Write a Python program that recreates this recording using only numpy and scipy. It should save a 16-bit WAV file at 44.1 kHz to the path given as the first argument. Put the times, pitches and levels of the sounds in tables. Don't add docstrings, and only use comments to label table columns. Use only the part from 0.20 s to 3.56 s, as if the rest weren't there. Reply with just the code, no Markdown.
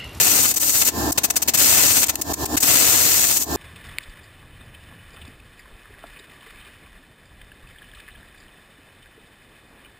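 import sys
import numpy as np
from scipy import signal
from scipy.fft import rfft, irfft, next_fast_len
from scipy.io import wavfile
from scipy.ndimage import uniform_filter1d, minimum_filter1d, map_coordinates

SR = 44100
rng = np.random.default_rng(int(sys.argv[2]) if len(sys.argv) > 2 else 0)


def transcribe(signal):
    frames = np.atleast_2d(signal).T
    limited = np.clip(frames, -1, 1)
    pcm = np.round(limited * 32767).astype(np.int16)
    wavfile.write(sys.argv[1], SR, pcm)


N = 148176

# frequency in Hz, relative left level in dB, relative right level in dB.
GRIND_COLOUR = [(45, -31, -33), (94, -1.5, -11), (170, -7.5, -18), (288, -3.5, -16), (540, -7.5, -17),
                (1330, -8, -22.5), (1650, -7.5, -15.5), (1810, -8.5, -24), (2050, -7, -15), (3220, -7, -11),
                (3500, -7.5, -14.5), (4570, -5.5, -10), (5760, -8, -8.5), (5870, -3, -7.5),
                (6370, -7.5, -4.5), (7270, -5.5, -3.5), (7900, -2.5, -6), (8620, 6.5, -23),
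                (8850, -1.5, -21), (9270, -7.5, -30), (10000, -11.5, -19), (10000, -17, -8.5),
                (12300, -6.5, -12.5), (13300, 1, -8), (15800, -6, -22)]
# frequency in Hz, left-right correlation.
GRIND_LIKENESS = [(100, 0.28), (1400, 0.021), (7000, 0), (15000, 0.21)]
# frequency in Hz, left-right correlation.
MOTOR_LIKENESS = [(60, 0.87), (300, 0.87), (700, 0.81), (1500, 0.057), (10000, 0.035)]

HUM_TRIM_DB, HUM_WANDER_RAD = -20.5, 0.53
MOTOR_NOISE_DB = -40.5
ROOM_DB = -14
RIPPLE_STEP_HZ = 70.3
CHIPS_PER_S, CHIP_DECAY_S, CHIP_LOW_CUT_HZ = 150, 0.00058, 12000
CHIP_DB = -18
TURN_HZ = 16.45
HIGH_SPOT_S = 1.346
TOUCH_S = 0.0093
CATCH_ATTACK_S = 0.00051
CATCH_PEAK, CATCH_WIDTH = 0.52, 0.48
TICK, TICK_DECAY_S = 0.38, 0.0014
HISS_TRIM_DB, RASP_TRIM_DB, SPLIT_HZ = 3, 3.5, 4400
GRAIN_DB, CHATTER_DB = 2, 0.75
SPOTS_DB = -0.36
RUNOUT_DB = 1.27
LOW_CUT_HZ, TOP_HZ, CEILING = 42, 15800, 0.92
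TARGET_DB, SQUEEZE, BOOST_DB = -19, 0.73, 21
AHEAD_S, HOLD_S, RELEASE_S = 0.006, 0.019, 0.044


def amp(db):
    return 10 ** (np.asarray(db) / 20)


def unit(x):
    return x / np.sqrt(np.mean(x ** 2) + 1e-20)


def along(points, hz, column=1):
    table = np.transpose(points)
    return np.interp(np.log(hz + 1), np.log(table[0] + 1), table[column])


def wander(position):
    knots = rng.standard_normal(int(position.max()) + 4)
    return map_coordinates(knots, [position])


def filtered(x, response):
    size = next_fast_len(N + SR // 2)
    hz = np.fft.rfftfreq(size, 1 / SR)
    return irfft(rfft(x, size) * response(hz), size)[..., :N]


def rush(colour, alike):
    def mid_side(hz):
        half_angle = np.arccos(np.clip(along(alike, hz), -1, 1)) / 2
        return np.array([np.cos(half_angle), np.sin(half_angle)])

    mid, side = filtered(rng.standard_normal((2, N)), mid_side)
    stereo = np.array([mid + side, mid - side])
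    return unit(filtered(stereo, lambda hz: amp([along(colour, hz, 1), along(colour, hz, 2)])))


def disc(hz):
    # frequency in Hz, width in Hz, lift in dB.
    resonances = [(2563, 83, 3.5), (4343, 71, 2), (5280, 120, 6), (6076, 120, 7.5), (6700, 60, 6),
                  (6400, 70, -4.5), (6920, 110, 9), (7330, 70, 7), (7760, 51, 8.5), (8550, 150, -7.5),
                  (10560, 100, 8.5), (11400, 90, 11), (13100, 150, 0.5), (14600, 79, -16)]
    # frequency in Hz, depth in dB at a random knot of 1.
    ripple_depth = [(1200, -1), (3000, 1.5), (7000, .7), (15000, .8)]
    modes_db = sum(db / (1 + (2 * (hz - f) / width) ** 2) for f, width, db in resonances)
    ripple_db = along(ripple_depth, hz) * wander(hz / RIPPLE_STEP_HZ)
    return amp(modes_db + ripple_db)


def machine_noise():
    # frequency in Hz, relative left level in dB, relative right level in dB.
    noise_colour = [(25, -41, -45), (45, -45, -32), (108, 1.5, -2.5), (167, -4.5, -6.5), (312, 3, 5),
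                    (486, -4, -10.5), (517, -11, -15.5), (686, 4, -4.5), (926, -8, -4), (1050, -35.5, -1),
                    (1400, -8.5, -19), (1460, -26, -53), (1590, -4.5, -20.5), (2000, -27.5, -25),
                    (2850, -19, -22), (3400, -18.5, -19), (4000, -16.5, -15.5), (6500, -19, -13),
                    (7350, -18.5, -11), (8500, -10, -28), (10000, -36, -29), (10600, -23, -18.5),
                    (13400, -12.5, -13), (15600, -19, -19)]
    return amp(MOTOR_NOISE_DB) * filtered(rush(noise_colour, MOTOR_LIKENESS), disc)


def motor_hum():
    # frequency in Hz, level in dB before the trim, left minus right level in dB.
    hum_lines = [(73.3, -29.5, 2.5), (295.7, -38, 5), (330, -42.5, -12), (352.5, -44, 3), (431, -46, -24.5),
                 (717, -49, 7), (829, -43, -13), (909.8, -45, -6), (1039, -37.5, 10), (1737, -44, -1),
                 (1777, -38, 7)]
    t = np.arange(N) / SR
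    hum = np.zeros((2, N))
    for hz, db, pan_db in hum_lines:
        apart = np.arccos(np.clip(along(MOTOR_LIKENESS, hz), -1, 1)) / 2
        phase = 2 * np.pi * (hz * t + rng.random()) + HUM_WANDER_RAD * wander(t * 25)
        side_db = np.array([[pan_db], [-pan_db]]) / 2
        gain = np.sqrt(2) * amp(db + HUM_TRIM_DB + side_db)
        hum += gain * np.sin([phase + apart, phase - apart])
    return hum


def room(x):
    # frequency in Hz, time to decay by 60 dB in seconds.
    decay_times = [(200, 0.07), (2000, .16), (12000, 0.069)]
    hz, t, spectrum = signal.stft(rng.standard_normal((2, SR // 3)), SR, nperseg=256)
    decay = amp(-60 * t / along(decay_times, hz)[:, None])
    tail = signal.istft(spectrum * decay, SR, nperseg=256)[1]
    return signal.fftconvolve(x, tail / np.linalg.norm(tail[0]), axes=1)[:, :N]


def chips(t):
    breaks = rng.random(N) < CHIPS_PER_S / SR
    sizes = breaks * (1 + rng.exponential(size=N))
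    bursts = signal.fftconvolve(sizes, np.exp(-t[:SR // 100] / CHIP_DECAY_S))[:N]
    noise = bursts * rush(GRIND_COLOUR, GRIND_LIKENESS)
    return unit(filtered(noise, lambda hz: 1 - 1 / (1 + (hz / CHIP_LOW_CUT_HZ) ** 10)))


def grit(t, count=26):
    spots = unit(rng.standard_normal(count))
    return map_coordinates(spots - spots.mean(), [t * TURN_HZ % 1 * count], mode="grid-wrap")


def contact(t):
    # time in seconds, hiss level in dB, rasp level in dB, before the trims.
    strokes = [
        [(0.0, -15, -22.5), (0.014, -17.5, -28), (0.2, -18, -28.5), (0.234, -18.5, -32.5), (0.246, -17, -26.5),
         (0.27, -19, -31.5), (0.312, -21.5, -35.5), (0.32, -22.5, -37), (0.335, -42, -49)],
        [(0.405, -22, -40), (0.433, -20.5, -31.5), (0.453, -21.5, -37.5), (0.499, -18, -32),
         (0.521, -23.5, -41.5), (0.555, -18, -29.5), (0.603, -19.5, -37), (0.623, -15, -24), (0.645, -31, -43),
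         (0.651, -21.5, -38), (0.689, -16.5, -27), (0.705, -38, -44)],
        [(1.368, -35, -46), (1.376, -17.5, -30.5), (1.406, -17, -25), (1.426, -16, -27.5), (1.582, -17, -26),
         (1.726, -17.5, -28), (1.734, -20, -32.5), (1.78, -16, -25), (1.804, -21, -34), (1.842, -15.5, -26),
         (1.85, -30, -40), (1.856, -47, -37)],
        [(2.418, -28, -46), (2.43, -15, -25), (2.45, -21.5, -32.5), (2.482, -17, -25.5), (3.05, -18.5, -29.5),
         (3.066, -21, -36), (3.102, -18, -28), (3.154, -22, -38.5), (3.172, -17.5, -32), (3.19, -28, -44.5),
         (3.226, -20.5, -36.5), (3.245, -32.5, -53)],
    ]
    # start in seconds, length in seconds,
    # hiss level in dB, rasp level in dB, before the swell and the trims.
    catches = [(.338, 0.015, -24, -41), (0.359, 0.025, -18.5, -34.5), (0.919, 0.012, -19, -41),
               (.975, 0.017, -16, -23), (1.034, 0.025, -16, -27.5), (1.1, 0.013, -17.5, -29),
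               (1.157, 0.023, -16.5, -28.5), (1.219, 0.016, -17, -31), (1.276, 0.025, -17, -27),
               (1.336, 0.026, -15.5, -25.5), (1.861, 0.015, -27, -42), (1.883, 0.025, -19, -28),
               (1.955, 0.0046, -20, -32), (2.013, .012, -20.5, -36.5), (2.133, 0.013, -24, -39.5),
               (2.254, .012, -27.5, -42), (2.367, 0.018, -18, -27), (2.402, 0.012, -21.5, -38)]
    strength = np.zeros((2, N))
    for rows in strokes:
        s, *levels = np.transpose(rows)
        touch = np.clip(np.minimum(t - s[0], s[-1] - t) / TOUCH_S + 1, 0, 1)
        strength += touch * amp([np.interp(t, s, level) for level in levels])
    for start, length, hiss_db, rasp_db in catches:
        age = np.maximum(t - start, 0)
        attack = 1 - np.exp(-age / CATCH_ATTACK_S)
        swell = np.exp(-((age / length - CATCH_PEAK) / CATCH_WIDTH) ** 2)
        tick = TICK * np.exp(-age / TICK_DECAY_S)
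        strength += amp([[hiss_db], [rasp_db]]) * attack * (swell + tick)
    return strength


def grinding():
    t = np.arange(N) / SR
    grains = rush(GRIND_COLOUR, GRIND_LIKENESS) * amp(GRAIN_DB * wander(t * 2500))
    scratch = filtered(grains, disc)
    low = filtered(scratch, lambda hz: 1 / (1 + (hz / SPLIT_HZ) ** 6))
    high = scratch - low
    chatter_db = CHATTER_DB * wander(t * 380)
    hiss = unit(high * amp(SPOTS_DB * grit(t) + chatter_db)) + amp(CHIP_DB) * chips(t)
    high_spot = np.cos(2 * np.pi * TURN_HZ * (t - HIGH_SPOT_S))
    rasp = unit(low * amp(chatter_db + RUNOUT_DB * high_spot))
    hiss_strength, rasp_strength = contact(t)
    return amp(HISS_TRIM_DB) * hiss_strength * hiss + amp(RASP_TRIM_DB) * rasp_strength * rasp


def scene():
    stone = grinding()
    echo = amp(ROOM_DB) * room(stone)
    return stone + echo + motor_hum() + machine_noise()


def record(dry):
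    dry = filtered(dry, lambda hz: 1 - 1 / (1 + (hz / LOW_CUT_HZ) ** 6))
    treble = filtered(dry, lambda hz: hz > 4000)
    power = uniform_filter1d(np.mean(treble ** 2, axis=0), size=130)
    level_db = 10 * np.log10(abs(power) + 1e-12)
    allowed_db = np.clip(SQUEEZE * (TARGET_DB - level_db), 0, BOOST_DB)
    ahead, hold = int(AHEAD_S * SR), int(HOLD_S * SR)
    least_db = minimum_filter1d(allowed_db, ahead + hold + 1, origin=(hold - ahead) // 2)
    duck_db = BOOST_DB - least_db
    decay = np.arange(N) / SR / RELEASE_S
    fading_db = np.exp(np.maximum.accumulate(np.log(duck_db + 1e-6) + decay) - decay)
    loud = dry * amp(BOOST_DB - uniform_filter1d(fading_db, size=200))
    rounded = loud / (1 + (loud / CEILING) ** 10) ** (1 / 10)
    return filtered(rounded, lambda hz: hz < TOP_HZ)


dry = scene()
out = record(dry)
transcribe(out)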